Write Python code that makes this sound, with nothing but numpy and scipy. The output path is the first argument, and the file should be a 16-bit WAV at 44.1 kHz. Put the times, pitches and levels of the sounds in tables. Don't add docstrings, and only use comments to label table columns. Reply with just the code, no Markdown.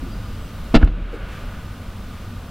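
import sys
import numpy as np
from scipy import signal
from scipy.fft import rfft, irfft
from scipy.io import wavfile
from scipy.ndimage import minimum_filter1d

SR = 44100
rng = np.random.default_rng(int(sys.argv[2]) if len(sys.argv) > 2 else 0)


def unload_audio(sound):
    columns = np.transpose(np.atleast_2d(sound))
    steps = np.round(np.clip(columns, -1, 1) * 32767)
    wavfile.write(sys.argv[1], SR, steps.astype(np.int16))


N = 110250
TIME, HZ = np.arange(N) / SR, np.fft.rfftfreq(N, 1 / SR)
CHATTER_S = 0.7433


def amp(db):
    return 10 ** (np.asarray(db) / 20)


def unit(x):
    return x / np.sqrt(np.mean(x ** 2) + 1e-20)


def read(points, hz):
    f, value = np.transpose(points)
    return np.interp(np.log(hz + 1), np.log(f + 1), value)


def add(mix, s, sound):
    part = mix[max(round(s * SR), 0):][:len(sound)]
    part += sound[:len(part)]


def lag(x, tau_s):
    pole = np.exp(-1 / (tau_s * SR))
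    return signal.lfilter([1 - pole], [1, -pole], x)


def rise(tau_s, size=N):
    return 1 - np.exp(-TIME[:size] / tau_s)


def arch(start, end):
    return np.sin(np.pi * np.clip((TIME - start) / (end - start), 0, 1)).clip(0) ** .5


def coloured_noise(gain):
    return unit(irfft(rfft(rng.standard_normal(N)) * gain, N))


def ring(modes, pitch=1):
    t = TIME[:SR]
    return sum(amp(db - 60 * t / t60) * np.sin(2 * np.pi * hz * pitch * t) for hz, db, t60 in modes)


def impact_spectrum(hz, tilt_db, weight_db, panel_hz=650):
    octaves = np.log2((hz + 50) / 1000)
    return amp(tilt_db * octaves + weight_db / (1 + (hz / panel_hz) ** 4))


def dying_noise(spectrum, decay, size, tilt_db=0, weight_db=0):
    hz, t, bands = signal.stft(rng.standard_normal(size), SR, nperseg=512)
    colour = unit(amp(read(spectrum, hz))) * impact_spectrum(hz, tilt_db, weight_db)
    envelope = amp(-60 * t / read(decay, hz)[:, None])
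    return signal.istft(bands * colour[:, None] * envelope, SR, nperseg=512)[1][:size]


# f/Hz, relative level/dB
AIR_SPECTRUM = [(15, -6.5), (42, 2.5), (65, -6), (98, -3.5), (135, -14), (210, -10.5), (370, -25.5),
                (520, -23.5), (850, -29), (1250, -27.5), (1900, -34), (3200, -35), (7000, -45.5),
                (15500, -46.5)]
# f/Hz, coherence
AIR_COHERENCE = [(20, 1), (250, 1), (500, 0.9944), (1500, 1), (3000, 0.9784), (5500, 0.707), (8500, 0.227),
                 (12000, 0.0095), (16000, 0)]

def air(level_db=-31, rumble_hz=70, open_rumble_db=3, open_hiss_db=1.1429, seal_s=0.083):
    shared, apart = rfft(rng.standard_normal((2, N)))
    coherence = np.clip(read(AIR_COHERENCE, HZ), 0, 1)
    ears = shared * np.sqrt(1 + coherence) + np.array([[1], [-1]]) * apart * np.sqrt(1 - coherence)
    noise = amp(level_db) * unit(irfft(ears * amp(read(AIR_SPECTRUM, HZ)), N))
    rumble = irfft(rfft(noise) / (1 + (HZ / rumble_hz) ** 4), N)
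    hiss = noise - rumble
    door_open = np.clip(1 - (TIME - CHATTER_S) / seal_s, 0, 1)
    return rumble * amp(open_rumble_db * door_open) + hiss * amp(open_hiss_db * door_open)


# start t/s, end t/s, f/Hz, level/dB
WHINES = [(0.106, 0.178, 4800, -55.5), (0.16, 0.42, 4840, -61), (0.356, 0.52, 7990, -65.5),
          (0.42, 0.502, 5950, -63)]

def whines(width_hz=75):
    out = np.zeros(N)
    for start, end, hz, db in WHINES:
        band = np.exp(-((HZ - hz) / width_hz) ** 2)
        out += amp(db) * arch(start, end) * coloured_noise(band)
    return out


# f/Hz, relative level/dB
CLOTH_SPECTRUM = [(300, -6), (1400, 5), (2500, 2), (5500, -5.5), (7000, -8.5), (15000, -15.5)]
# start t/s, end t/s, level/dB
SLEEVE_STROKES = [(1.111, 1.175, -44), (1.266, 1.44, -52), (2.043, 2.29, -53.5)]

def sleeve():
    hiss = coloured_noise(amp(read(CLOTH_SPECTRUM, HZ)))
    return hiss * sum(amp(db) * arch(start, end) for start, end, db in SLEEVE_STROKES)


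# f/Hz, relative level/dB, T60/s
TRIM_MODES = [(307.7, -3, 0.134), (388.3, 0, 0.0864), (464.9, 3.5, 0.119), (579, -25, 0.08)]
# t/s, level/dB, factor on the mode frequencies
TRIM_KNOCKS = [(0.028, -25, 0.551), (0.061, -33.5, 0.75), (1.1303, -19, 1), (1.1505, -25.5, 0.99)]

def knocks(rise_s=0.00288):
    out = np.zeros(N)
    for s, db, pitch in TRIM_KNOCKS:
        add(out, s, amp(db) * ring(TRIM_MODES, pitch) * rise(rise_s, SR))
    return out


# f/Hz, relative level/dB
HALL_SPECTRUM = [(60, 7), (200, 7.5), (400, 7), (490, 9), (800, -4), (1200, -3), (1600, -1), (1850, -8.5),
                 (2300, -5.5), (2850, -7), (4000, -15), (6000, -29), (14000, -40.5)]
# f/Hz, T60/s
HALL_T60 = [(60, 0.82), (300, 1.225), (1400, 2.155), (5000, 1.723)]

def hall(level_db=-17.5, build_s=0.0411):
    out = np.zeros(N)
    tail = dying_noise(HALL_SPECTRUM, HALL_T60, N)
    add(out, CHATTER_S, amp(level_db) * tail * rise(build_s) ** 3)
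    return out


# f/Hz, width/Hz, gain/dB
RESONANCES = [(1211.3, 80, 5.5), (1471.3, 55, 6.5), (2795, 74, 1.5)]

def resonate(x):
    lift_db = sum(db / (1 + (2 * (HZ - hz) / width) ** 2) for hz, width, db in RESONANCES)
    return irfft(rfft(x) * amp(lift_db), N)


def overload_tick(at_s=0.8476, impulse_db=1, corner_hz=3300):
    out = np.zeros(N)
    click = lag(signal.unit_impulse(SR // 100), 1 / (2 * np.pi * corner_hz))
    high_pass = signal.butter(4, corner_hz, "high", fs=SR, output="sos")
    add(out, at_s, amp(impulse_db) * signal.sosfilt(high_pass, click))
    return out


# f/Hz, relative level/dB
BODY_SPECTRUM = [(15, -2.5), (40, 0), (75, 2), (110, -6.5), (170, -8), (300, -13), (450, -30.5), (900, -44),
                 (4000, -79.5)]
# f/Hz, T60/s
BODY_T60 = [(30, 0.82), (100, 0.594), (300, 0.836), (1000, 0.22)]

def shudder(seated_s=0.8318, level_db=-4, build_s=0.0102):
    out = np.zeros(N)
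    add(out, seated_s, amp(level_db) * dying_noise(BODY_SPECTRUM, BODY_T60, N) * rise(build_s))
    return out


# t/s, level/dB, f/Hz, T60/s
CABIN_SWING = (0.7585, 2.41, 27.5, 0.362)
# f/Hz, relative level/dB, T60/s
CABIN_MODES = [(39.44, -5.5, 0.73), (71.68, -15.5, 0.275)]
# t/s, level/dB, pulse duration/s
THUDS = [(0.8318, 9, 0.0215), (1.015, -13, 0.0202), (1.233, -21.5, 0.0228)]

def boom(rise_s=0.00066):
    out = np.zeros(N)
    s, db, hz, t60 = CABIN_SWING
    add(out, s, -ring([(hz, db, t60)]))
    ringing = lag(ring(CABIN_MODES), rise_s)
    for s, db, duration_s in THUDS:
        phase = np.pi * np.minimum(TIME[:SR] / duration_s, 1)
        push_and_rebound = np.sin(2 * phase) * np.sin(phase) ** .5
        add(out, s, amp(db) * (push_and_rebound + ringing))
    return out


# start t/s, end t/s, first f/Hz, last f/Hz, level/dB
SEAL_GLIDE = (0.8268, 0.835, 1800, 1100, -12)

def squeak(roughness=0.15, jitter_s=0.0003976):
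    start, end, first_hz, last_hz, db = SEAL_GLIDE
    jitter = unit(lag(rng.standard_normal(N), jitter_s))
    hz = np.interp(TIME, [start, end], [first_hz, last_hz]) * (1 + roughness * jitter)
    return amp(db) * arch(start, end) * np.sin(2 * np.pi * np.cumsum(hz) / SR)


def chatter(count=6, gap_s=0.0047, first_db=-0.5, fade_db=-2.5, bite_db=2.2, weight_db=1.2):
    step = np.arange(count)
    progress = step / (count - 1)
    db = first_db + fade_db * progress ** 2
    tilt_db = -1 + bite_db * np.sin(np.pi * progress ** 1.3)
    return np.column_stack([CHATTER_S + gap_s * step, db, tilt_db, np.full(count, weight_db)])


# t/s, level/dB, tilt/(dB/octave), panel weight/dB
LATCH_BLOWS = [(0.7406, -11.5, -3.5, -2.5), (0.8160, -5.5, -6, -12), (0.8280, -2.5, -10.5, -19),
               (0.843, -9, -5.5, -11), (0.8740, -3, -2.5, -8)]
# f/Hz, relative level/dB
RATTLE_SPECTRUM = [(100, -5.5), (250, -6.5), (700, 0.5), (1100, -9), (1500, -11), (2200, -9.5),
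                   (3000, -11.5), (4800, -15.5), (6000, -27.5), (9000, -37.5), (15000, -54)]
# f/Hz, T60/s
RATTLE_T60 = [(100, 0.517), (400, 0.097), (1500, 0.0593), (4000, 0.0496), (12000, 0.0403)]
# f/Hz, relative level/dB, T60/s
DOOR_MODES = [(165.98, -12.5, 0.468), (236.9, 2, 0.0486), (261.1, -6.5, 0.045), (302.3, -5.5, 0.1005),
              (359.6, -23, 0.042), (448.5, -11.5, 0.062), (587, -38, 0.0374), (659.5, -4, 0.0336),
              (718, -16.5, 0.06), (972.3, -18, 0.038), (1090, -23.5, 0.0457), (1297.3, -16.5, 0.08),
              (1392.8, -12.5, 0.051), (1479.7, -15, 0.0366), (1743.7, -19, 0.0755), (1818.5, -30.5, 0.05),
              (2099.6, -21.5, 0.049), (2700.3, -18.5, 0.079), (2879, -24.5, 0.11), (3150, -30, 0.038),
              (3540, -24, 0.0415), (3628, -23.5, 0.0454), (4042, -21, 0.05), (4300, -28.5, 0.038)]

def latch(rattle_db=-12.5, door_db=-5.5, rise_s=0.00054):
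    out, t = np.zeros(N), TIME[:SR // 2]
    blows = np.vstack([chatter(), LATCH_BLOWS])
    for s, db, tilt_db, weight_db in blows:
        rattle = dying_noise(RATTLE_SPECTRUM, RATTLE_T60, SR // 4, tilt_db, weight_db)
        add(out, s, amp(db + rattle_db) * rattle * rise(rise_s, len(rattle)))
    times, blow_db, tilt_db, weight_db = blows.T
    onsets = np.round((times - times.min()) * SR).astype(int)
    for hz, db, t60 in DOOR_MODES:
        drive = amp(blow_db) * impact_spectrum(hz, tilt_db, weight_db)
        energy_in = np.bincount(onsets, drive ** 2, len(t))
        retained = amp(-60 / (t60 * SR)) ** 2
        energy = signal.lfilter([1], [1, -retained], energy_in)
        envelope = lag(np.sqrt(energy), rise_s)
        add(out, times.min(), amp(db + door_db) * envelope * np.sin(2 * np.pi * hz * t))
    return out


def scene():
    ambience = resonate(air() + hall())
    door = latch() + boom() + shudder()
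    return ambience + door + overload_tick() + knocks() + whines() + sleeve() + squeak()


def record(dry, threshold_db=-8, sense_s=0.00655, attack_s=0.0123, hold_s=0.0643,
           recovery_db_per_s=42, edge_hz=15850):
    power = lag((dry ** 2).mean(0), sense_s)
    over_db = np.maximum(10 * np.log10(power + 1e-12) - threshold_db, 0)
    half_hold = int(hold_s * SR / 2)
    held_db = -minimum_filter1d(-over_db, 2 * half_hold + 1, origin=half_hold, mode="nearest")
    recovery_db = TIME * recovery_db_per_s
    reduction_db = np.maximum.accumulate(held_db + recovery_db) - recovery_db
    ducked = dry * amp(-lag(reduction_db, attack_s))
    saturated = ducked / (1 + ducked ** 6) ** (1 / 6)
    low_pass = signal.firwin(511, edge_hz, window=("kaiser", 9), fs=SR)
    return signal.oaconvolve(saturated, low_pass[None], "same")


dry = scene()
out = record(dry)
unload_audio(out)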